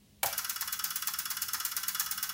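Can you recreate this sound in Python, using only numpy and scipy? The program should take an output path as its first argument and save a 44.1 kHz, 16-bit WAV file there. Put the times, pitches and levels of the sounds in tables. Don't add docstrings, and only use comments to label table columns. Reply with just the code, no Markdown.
import sys
import numpy as np
from scipy import signal
from scipy.fft import rfft, irfft
from scipy.io import wavfile
from scipy.ndimage import uniform_filter1d

SR = 44100
rng = np.random.default_rng(int(sys.argv[2]) if len(sys.argv) > 2 else 0)


def dump_mix(stems):
    frames = np.atleast_2d(stems).T
    limited = np.clip(frames, -1, 1)
    pcm = np.round(limited * 32767).astype(np.int16)
    wavfile.write(sys.argv[1], SR, pcm)


def boost(x):
    u = np.asarray(x, float) / 20
    return 10 ** u


N = 102797

# (time [s], level [dB])
FIRST_PULL = (0.2585, -18)
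PULLS = [(0.3783, -17), (0.4947, -17), (0.609, -19.5), (0.725, -17.5), (0.84, -16.5), (0.957, -17.5),
         (1.071, -18), (1.1876, -18.5), (1.3024, -16.5), (1.4184, -17.5), (1.5324, -18.5), (1.6494, -16),
         (1.7648, -17.5), (1.8808, -16.5), (1.9956, -15.5), (2.1104, -18), (2.2267, -18)]
# (frequency [Hz], level [dB])
PULL_TONE = [(290, 17), (500, -23.5), (1200, -2.5), (3400, -9), (3820, -5.5), (6380, 3), (8060, -4),
             (15100, 4.5), (16500, -31.5)]
DROP_TONE = [(290, 15), (500, -33), (1310, -3), (3400, -18.5), (3770, -12.5), (5430, -0.5), (8670, -11),
             (15100, -1.5), (16500, -40)]
# (frequency [Hz], rise [s], time to fall 60 dB [s])
CRACK = [(470, 0.0039, 0.04), (1400, 0.0021, 0.09), (3240, 0.0014, 0.081), (5560, 0.0013, 0.057),
         (11900, 0.0001, 0.035), (16000, 0.0009, 0.0083)]
# (frequency [Hz], level at pull [dB], level at drop [dB], time to fall 60 dB [s])
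RINGS = [(1298, -25, -22.5, 0.1), (1355, -28.5, -20.5, 0.089), (1407.5, -29, -20, 0.059),
         (1526, -24, -27, 0.16), (1958, -32, -32, .1), (2845, -29.5, -24, 0.18), (2900, -29, -20.5, 0.091),
         (3385, -31, -22.5, 0.11), (5390, -31, -17.5, 0.038), (5293, -20, -19.5, 0.029),
         (5790, -22, -31, 0.031), (6920, -25, -35, 0.044), (11220, -23, -14.5, 0.019),
         (15396, -5, -21, .012)]


def read(points, hz, column=1):
    table = np.array(points)
    return np.interp(np.log(hz + 1), np.log(table[:, 0] + 1), table[:, column])


def evened(x):
    return x / np.sqrt(np.mean(x ** 2, axis=-1, keepdims=True) + 1e-20)


def add(mix, s, sound):
    part = mix[max(round(s * SR), 0):][:len(sound)]
    part += sound[:len(part)]


def dying(noise, shape, size):
    hz = np.fft.rfftfreq(size, 1 / SR)
    t = np.arange(size) / SR
    spectrum = rfft(noise)
    centres = np.array(shape)[:, 0]
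    out = 0
    for k, (_, rise, t60) in enumerate(shape):
        share = read(np.c_[centres, np.eye(len(shape))[k]], hz)
        out = out + irfft(spectrum * share) * (1 - np.exp(-t / abs(rise))) * boost(-60 * t / t60)
    return out


def ringing(modes):
    detune, rise_cycles = 0.0036, 2
    t = np.arange(10240) / SR
    hz, db, t60 = np.array(modes).T[:, :, None]
    hz = hz * (1 + detune * rng.standard_normal(hz.shape))
    envelope = boost(db - 60 * t / t60) * (1 - np.exp(-t * hz / rise_cycles))
    return (envelope * np.sin(2 * np.pi * hz * t)).sum(0)


def rattle(events, blows, tone, shape, crack_db, modes):
    size, span = 4096, 2048
    fresh = 0.7
    jitter_s, spread_db = 0.00015, 1.2
    tilt_hz, flat_hz = 5350, 15070
    tick, tick_s = 2.16, 0.00047
    ring_tilt = 1.48
    lead_s = 0.01

    out = np.zeros(N)
    hz = np.fft.rfftfreq(size, 1 / SR)
    own = rng.standard_normal((len(blows), size))
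    tilt_db = np.array(blows)[:, 2:] * np.log2(np.maximum(hz, 900) / tilt_hz)
    tone_gain = boost(read(tone, np.minimum(hz, flat_hz)))
    front = 1 + tick * np.exp(-np.arange(size) / SR / tick_s)
    for s, level_db in events:
        noise = np.sqrt(1 - fresh ** 2) * own + fresh * rng.standard_normal(own.shape)
        coloured = evened(irfft(rfft(noise) * tone_gain))
        cracks = dying(irfft(rfft(coloured) * boost(tilt_db)), shape, size) * front
        train = np.zeros(span)
        chances = rng.standard_normal((len(blows), 2))
        for (delay, db, tilt), crack, (late, more) in zip(blows, cracks, chances):
            gain = boost(level_db + db + spread_db * more)
            add(out, s + delay + jitter_s * late, gain * boost(crack_db) * crack)
            add(train, lead_s + delay, np.array([gain * boost(-ring_tilt * tilt)]))
        add(out, s - lead_s, signal.oaconvolve(train, ringing(modes)))
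    return out


def air():
    # (frequency [Hz], level [dB])
    air_tone = [(28, -21), (60, -3), (95, -3.5), (220, -10.5), (420, -18.5), (1400, -31), (3000, -24.5),
                (16000, -32)]
    # (frequency [Hz], width [Hz], level [dB])
    hum = [
        (155.7, 11, -74.5),
        (203.2, 9.5, -70),
    ]
    hz = np.fft.rfftfreq(2 * N, 1 / SR)
    rumble = irfft(rfft(rng.standard_normal(2 * N)) * boost(read(air_tone, hz)))
    out = boost(-63) * evened(rumble)
    for tone_hz, width, db in hum:
        band = np.exp(-((hz - tone_hz) / width) ** 2)
        out = out + boost(db) * evened(irfft(rfft(rng.standard_normal(2 * N)) * band))
    return out[:N]


def switch():
    # (delay [s], level [dB], tilt [dB per octave])
    snap_blows = [
        (-.002, -22, -2),
        (-.0003, -7, 4),
        (.001, 3, -1),
        (.0045, -7.5, 2.3),
        (.008, -11.5, -2.5),
        (0.013, -15, -6),
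    ]
    # (frequency [Hz], level [dB])
    snap_tone = [(88, -48), (150, -19), (343, -17.5), (783, -1.5), (1070, -9.5), (1500, -7), (3700, -11.5),
                 (14700, -6.5), (16500, -30)]
    # (frequency [Hz], rise [s], time to fall 60 dB [s])
    snap_crack = [(303, 0.0085, 0.077), (800, 0.0009, 0.065), (2960, 0.00029, 0.025), (16000, 0.0004, .03)]
    # (frequency [Hz], level [dB], time to fall 60 dB [s])
    board = [(480, -1, .05), (570, -3.5, 0.063), (630, -2, 0.045), (790, -6, .06), (830, -10, 0.045),
             (945, -1, 0.087), (1018, 1, 0.067), (1900, -17, .03), (2346, 5, .025), (2940, 0, 0.039),
             (5170, -19, 0.013)]
    desk = [(75, -36.5, 0.13), (127, -35.5, 0.11)]
    snap_s, board_db, desk_delay_s = 0.231, -34, 0.0169
    modes = [(hz, db + board_db, t60) for hz, db, t60 in board]
    out = rattle([(snap_s, 0)], snap_blows, snap_tone, snap_crack, -20.5, modes)
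    add(out, snap_s + desk_delay_s, ringing(desk))
    return out


def room(x):
    # (frequency [Hz], time to fall 60 dB [s])
    fade_times = [(500, 0.39), (2000, 0.61), (6000, 0.43), (15000, 0.34)]
    gap, length, count = 16, 24576, 3
    turn_s = 0.221
    shape = [(hz, 0.006, t60) for hz, t60 in fade_times]
    echoes = length // gap
    out = 0
    for k in range(count):
        taps = np.zeros(length)
        signs = rng.choice([-1., 1.], echoes)
        places = np.arange(0, length, gap) + rng.integers(0, gap, echoes)
        taps[places] = signs
        tail = dying(taps, shape, length)
        phase = np.pi * (np.arange(N) / SR / turn_s / count + k / count)
        turn = np.sqrt(2 / count) * np.cos(phase)
        out = out + signal.oaconvolve(x * turn, tail / np.linalg.norm(tail))[:N]
    return out


def pull_in():
    # (delay [s], level [dB], tilt [dB per octave])
    pull_blows = [
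        (-.002, -14.5, -1),
        (.001, 0, 2),
        (.003, -6.5, 0.7),
        (.006, -7, -0.7),
        (.011, -8, -0.5),
        (0.016, -18, -4),
    ]
    modes = np.array(RINGS)[:, [0, 1, 3]]
    return rattle([FIRST_PULL] + list(PULLS), pull_blows, PULL_TONE, CRACK, -3, modes)


def counter():
    # (delay [s], level [dB], tilt [dB per octave])
    stage_blows = [
        (0.001, -0.5, -3.2),
        (.002, -1, 0),
        (.005, -7.5, -1),
    ]
    # (frequency [Hz], level [dB], time to fall 60 dB [s])
    panels = [(814, -9.5, 0.12), (884, -0.5, 0.058), (920, -1.5, 0.029), (1014, 3.5, 0.017),
              (1091, -4, 0.14), (1198, -1, 0.063), (1722, 1.5, 0.089), (2022, -4, 0.037)]
    delay_s, pull_db, second_db, fourth_db = 0.009, -27.5, -53, -52.5

    def strokes(first, step, db):
        return [(s + delay_s, db) for s, _ in PULLS[first::step]]

    pulls = [(FIRST_PULL[0] + delay_s, pull_db)] + strokes(1, 2, pull_db)
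    drops = strokes(0, 2, second_db) + strokes(2, 4, fourth_db)
    soft_panels = [(hz, db - 39.5, t60) for hz, db, t60 in panels]
    pulling = rattle(pulls, stage_blows, PULL_TONE, CRACK, -3, soft_panels)
    dropping = rattle(drops, stage_blows, DROP_TONE, CRACK, 26, panels)
    return pulling + dropping


def drop_out():
    # (time [s], level [dB])
    drops = [(0.3266, -17.5), (0.4443, -17), (0.5581, -19), (0.6741, -18), (0.7902, -17.5), (0.9041, -18),
             (1.0199, -18), (1.1351, -17.5), (1.2526, -18.5), (1.3672, -17.5), (1.482, -19),
             (1.5985, -16.5), (1.7139, -17), (1.8299, -19), (1.9451, -17.5), (2.0601, -18.5), (2.1752, -18),
             (2.2908, -16)]
    # (delay [s], level [dB], tilt [dB per octave])
    drop_blows = [
        (-.0005, -20, 4),
        (.001, -6.5, 2.25),
        (.003, -6, 0),
        (.006, -8.5, -2.4),
        (0.01, -16, -4),
    ]
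    modes = np.array(RINGS)[:, [0, 2, 3]]
    return rattle(drops, drop_blows, DROP_TONE, CRACK, -2.5, modes)


def rack():
    high_pass = signal.butter(4, 720, "high", fs=SR, output="sos")
    return signal.sosfilt(high_pass, pull_in() + counter() + drop_out())


def scene():
    near = rack() + switch()
    return (near + boost(-6) * room(near) + air())[None]


def top_cut(x):
    return signal.sosfilt(signal.butter(12, 16810, fs=SR, output="sos"), x)


def record(dry):
    edge_hz, top_hz = 15780, 16650
    top_db, gate_db = -9, -27
    hz = np.fft.rfftfreq(2 * N, 1 / SR)
    spectrum = rfft(dry, 2 * N)
    low = irfft(spectrum * (hz < edge_hz))[:, :N]
    top = irfft(spectrum * (hz >= edge_hz) * (hz < top_hz))[:, :N]
    power_db = 10 * np.log10(abs(uniform_filter1d(dry ** 2, size=256)) + 1e-12)
    opening = 1 / (1 + boost(9.2 * (gate_db - power_db)))
    gate = uniform_filter1d(opening, size=128)
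    return top_cut(low + boost(top_db) * gate * top)


dry = scene()
out = record(dry)
dump_mix(out)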